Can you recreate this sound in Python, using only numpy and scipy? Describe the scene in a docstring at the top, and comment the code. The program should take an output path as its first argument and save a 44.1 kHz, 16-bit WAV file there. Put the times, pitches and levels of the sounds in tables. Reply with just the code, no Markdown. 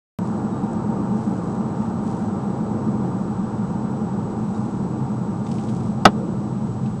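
"""A low rumble and the roar of tyres, heard inside a car that gradually eases off on a town road.
The rough road shakes the cabin, which hums at its own favourite pitches, while the trim rustles
and ticks faintly. Near the end a hard object strikes the car once, close by: a panel rings and
overloads the microphone of a camera at the windscreen. The camera adds a faint hiss and whine."""
import sys
import numpy as np
from scipy import signal
from scipy.fft import rfft, irfft
from scipy.io import wavfile
from scipy.ndimage import uniform_filter1d

SR = 44100
rng = np.random.default_rng(int(sys.argv[2]) if len(sys.argv) > 2 else 0)


def master(y):
    """Save y as 16-bit WAV."""
    cut = np.clip(np.atleast_2d(y).T, -1, 1)
    pcm = np.round(cut * 32767)  # scale
    wavfile.write(sys.argv[1], SR, pcm.astype(np.int16))


N = 308700
T = np.arange(N) / SR
HZ = np.fft.rfftfreq(N, 1 / SR)

# The tone of the road's deep boom, low drone and tyre roar. 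Each row: frequency in Hz, relative dB.
BOOM_TONE = [(8, -17), (45, -20.5), (62, -10.5), (78, -9.5), (97, -3), (135, 3.5), (155, -11), (190, -27),
             (800, -110)]
DRONE_TONE = [(110, -41.5), (150, -8), (175, 1), (220, -0.5), (252, -7.5), (335, -7), (380, -13),
              (490, -14), (580, -21), (800, -32), (4000, -110)]
ROAR_TONE = [(350, -35.5), (600, -2), (780, 0), (1000, -0.5), (1200, -5.5), (1400, -9), (1600, -15),
             (2000, -25.5), (3000, -38), (8000, -65.5), (11000, -89.5)]
# Pitches the cabin and tyre tread favour. Each row: frequency in Hz, width in Hz, boost in dB.
RESONANCES = [(105.7, 7, 5), (128.9, 18, 5.5), (185.5, 23, 3), (213.8, 16.9, 6.5), (440, 25, 2.5),
              (760.5, 22, 6.5), (807.5, 28, 7), (836, 20, 3.5), (921, 46, 6.5), (1190.5, 42, 6.5),
              (1323, 21, 6), (1409, 26, 4)]
# Rougher asphalt. Each row: middle in seconds, length in seconds, boom and drone changes in dB.
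ROUGH_STRETCHES = [(1.1, 0.65, 1, 2), (2.93, 0.48, 3.5, 2), (5.06, .25, 5, -1), (5.78, .4, 2.5, 1.1),
                   (6.22, 0.18, -3, 3), (6.8, .4, 2, -.5)]
# The notes of the struck panel. Each row: pitch in Hz, level in dB, seconds to fade by 60 dB,
# delay after the blow in seconds.
PANEL_NOTES = [(112, -15.5, 0.11, 0.0038), (192, -2.5, 0.086, .0065), (223, -9, 0.046, .008),
               (325, -2.5, 0.066, .003), (422, -8, 0.083, .005), (599, -6.5, .065, .003),
               (728, 6.5, 0.037, 0.0017), (799, 0.5, 0.034, 0.0018), (1108, -3, .045, 0.00063),
               (1273, 6.5, 0.04, 0.0009), (1386, -8.5, 0.055, 0.00049), (1480, -6, .05, 0.0016),
               (1570, -11, 0.033, 0.005), (1820, -10, 0.045, 0.0018), (1940, -12, 0.051, 0),
               (2350, -17, 0.053, 0.00098), (2728, -16, .042, 0.00041), (2875, -15.5, 0.054, 0.0003),
               (3350, -9, 0.039, 0.0019), (3530, -11, 0.044, 0), (3740, -16, 0.045, 0.0011),
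               (4865, -3.5, .016, 0.00051), (5270, -15, 0.024, 0.0023), (6370, -12, 0.027, 0.0013)]
# The crack: crowded panel notes and cabin echoes. Each row: frequency in Hz, relative dB.
CRACK_TONE = [(100, -20), (300, 4.5), (800, 3.5), (1400, -5), (2200, -17), (3400, -10.5), (5500, -15),
              (7500, -22), (10000, -43), (15000, -60)]
# How long the crack lasts. Each row: frequency in Hz, seconds to fade by 60 dB.
CRACK_FADE = [(200, 0.13), (800, 0.1), (3000, 0.077), (8000, 0.036)]
# Bouts of rustling in the trim. Each row: start in seconds, length in seconds, level in dB.
RUSTLES = [(.2, .25, -62), (1.12, .5, -59), (1.74, .2, -60), (2.02, 0.31, -56), (4.45, .4, -60),
           (5.43, .53, -52.5)]
# Creaks, squeaks and ticks of the trim. Each row: start in seconds, level in dB, pitch in Hz,
# width in octaves, seconds to fade by 60 dB.
TICKS = [(0.273, -44, 7500, .6, .02), (.515, -65, 3800, .02, 1.1), (.732, -43, 9050, .4, .015),
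         (2.095, -55, 4000, .8, .07), (4.54, -58, 3800, .03, .2), (5.464, -45, 3200, .8, .06),
         (5.514, -38.5, 4500, 0.95, 0.045), (5.582, -43, 2900, .6, .07), (5.683, -46, 3400, 0.43, 0.072),
         (5.757, -52, 4500, .8, .04), (6.738, -47, 6500, .4, .02), (6.859, -46.5, 2820, .6, .06)]
# The tone of the hiss, which also shapes the trim's sounds. Each row: frequency in Hz, relative dB.
HISS_TONE = [(500, -8), (2200, 3.5), (4500, 0.5), (6800, 0.5), (8200, -2), (9400, -6.5), (9800, -11.5),
             (10400, -62.5)]
# The steady whine of the camera's electronics. Each row: pitch in Hz, average (rms) level in dB.
WHINE_NOTES = [(3935, -72), (5728, -77), (7643, -77), (7866, -75)]


def road(boom_db=-32.0, drone_db=-24.0, roar_db=-35.5):
    """Rough asphalt shakes the body and the tyres; both sound through the same resonances."""
    boost = sum(db * np.exp(-2 * ((HZ - hz) / width) ** 2) for hz, width, db in RESONANCES)
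    boom = steadied(noise(look_up(BOOM_TONE, HZ) + boost))
    drone = steadied(noise(look_up(DRONE_TONE, HZ) + boost))
    roar = noise(look_up(ROAR_TONE, HZ) + boost)
    rough_boom_db, rough_drone_db = rough_asphalt()
    doublings = np.log2(car_speed())  # goes negative as the car slows: only the boom grows
    boom *= amp(boom_db - 6.5 * doublings + rough_boom_db)
    drone *= amp(drone_db + 3.5 * doublings + rough_drone_db)
    roar *= amp(roar_db + 10.5 * doublings)
    return boom + drone + roar


def car_speed(share_lost=0.3, slowing_s=7.05):
    """The car eases off, gently at first. Its starting speed counts as 1."""
    return np.clip(1 - share_lost * (T / slowing_s) ** 1.8, 0.05, 1)


def rough_asphalt():
    """Each rough stretch smoothly shifts the boom and the drone by a few dB, then lets them return."""
    boom = drone = 0
    for middle, length, boom_db, drone_db in ROUGH_STRETCHES:
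        hump = np.cos(np.pi * np.clip((T - middle) / length, -0.5, 0.5))
        boom += boom_db * hump
        drone += drone_db * hump
    return boom, drone


def panel_bang(start_s=6.053, crack_db=-4.5, crack_rise_s=0.0006):
    """One blow bends a panel. Short ripples run faster, so high notes tend to arrive before the thud."""
    t = T[:SR // 3]
    out = np.zeros(N)
    for hz, db, fade_s, delay_s in PANEL_NOTES:
        swell = 1 - np.exp(-2 * hz * t)  # each note builds up within one cycle
        note = amp(db - 60 * t / fade_s) * swell * np.sin(2 * np.pi * hz * t)
        add(out, start_s + delay_s, note)
    burst = noise(look_up(CRACK_TONE, HZ))[:len(t)]
    band_hz, age, bands = signal.stft(burst, SR, nperseg=256)
    fade = amp(-60 * age / look_up(CRACK_FADE, band_hz)[:, None])  # high bands die first
    crack = signal.istft(bands * fade, SR, nperseg=256)[1][:len(t)]
    add(out, start_s, amp(crack_db) * crack * (1 - np.exp(-t / crack_rise_s)))
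    return out


def trim_ticks(rise_s=0.001):
    """The trim creaks, squeaks and ticks: each is a band of noise that starts sharply and fades."""
    t = T[:SR // 3]
    freqs = np.fft.rfftfreq(len(t), 1 / SR)
    out = np.zeros(N)
    for start, db, hz, octaves, fade_s in TICKS:
        band = np.exp(-0.5 * (np.log2((freqs + 1) / hz) / octaves) ** 2)
        band *= amp(look_up(HISS_TONE, freqs))
        scrape = unit(irfft(rfft(rng.standard_normal(len(t))) * band, len(t)))
        add(out, start, scrape * amp(db - 60 * t / fade_s) * (1 - np.exp(-t / rise_s)))
    return out


def trim_rustle(slips_per_s=650, spread_db=3.5, rest_db=-73.5, rise_s=0.06, fade_db=-9, release_s=0.08):
    """Tiny slips in the trim blur into a rustle that comes in bouts and never quite stops."""
    sizes = amp(spread_db * np.minimum(rng.exponential(1, N), 3)) * rng.choice([-1, 1], N)
    slips = sizes * (rng.random(N) < slips_per_s / SR)
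    level = amp(rest_db)
    for start, length, db in RUSTLES:
        age = np.clip(T - start, 0, length)
        on_off = np.minimum(age / rise_s, 1) * np.minimum((length - age) / release_s, 1)
        level = level + on_off * amp(db + fade_db * age / length)
    tone_db = look_up(HISS_TONE, HZ) + 3 * np.log2(HZ + 1)  # 3 dB per octave brighter than the hiss
    return level * coloured(slips, tone_db)


def camera_electronics(hiss_db=-57, buzz_db=-62.0, buzz_hz=7866):
    """The camera's electronics make an even hiss, a thin buzz and a steady whine."""
    tone_db = look_up(HISS_TONE, HZ)
    flip = np.sign(np.sin(2 * np.pi * 15 * T))  # changes sign thirty times a second
    buzz = amp(buzz_db) * coloured(flip * np.sin(2 * np.pi * buzz_hz * T), tone_db)
    whine = sum(amp(db) * np.sin(2 * np.pi * (hz * T + rng.random())) for hz, db in WHINE_NOTES)
    return amp(hiss_db) * noise(tone_db) + buzz + np.sqrt(2) * whine


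def amp(db):
    """Turns decibels into a number to multiply by."""
    return 10 ** (np.asarray(db) / 20)


def unit(x):
    """Scales a sound to an average (rms) level of 1."""
    return x / np.sqrt(np.mean(x ** 2) + 1e-20)


def look_up(table, hz):
    """Reads between a table's rows, with frequencies spaced by octaves."""
    row_hz, value = np.transpose(table)
    return np.interp(np.log(hz + 1), np.log(row_hz + 1), value)


def coloured(x, db):
    """Turns each frequency up or down by the given dB, then scales the sound to level 1."""
    return unit(irfft(rfft(x) * amp(db), N))


def noise(db):
    """Noise at level 1 with the given tone."""
    return coloured(rng.standard_normal(N), db)


def steadied(x, span_s=0.17):
    """Takes the slow swells out of a noise and keeps its fast flutter."""
    size = int(span_s * SR)
    power = uniform_filter1d(uniform_filter1d(x ** 2, size), size)
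    return x / np.sqrt(abs(power) + 1e-12)


def add(mix, start_s, sound):
    """Mixes a sound in at the given time."""
    part = mix[round(start_s * SR):][:len(sound)]
    part += sound[:len(part)]


def scene():
    """Everything reaches one microphone inside the cabin."""
    return (road() + camera_electronics() + trim_rustle() + trim_ticks() + panel_bang())[None]


def record(dry, switch_on_s=0.188, top_hz=14600):
    """The microphone switches on, flattens peaks that are too loud and loses the highest treble."""
    live = dry * (T >= switch_on_s)
    clipped = live / (1 + live ** 8) ** (1 / 8)
    lowpass = signal.firwin(511, top_hz, window=("kaiser", 9), fs=SR)
    return signal.oaconvolve(clipped, lowpass[None], "same")


dry = scene()
out = record(dry)
master(out)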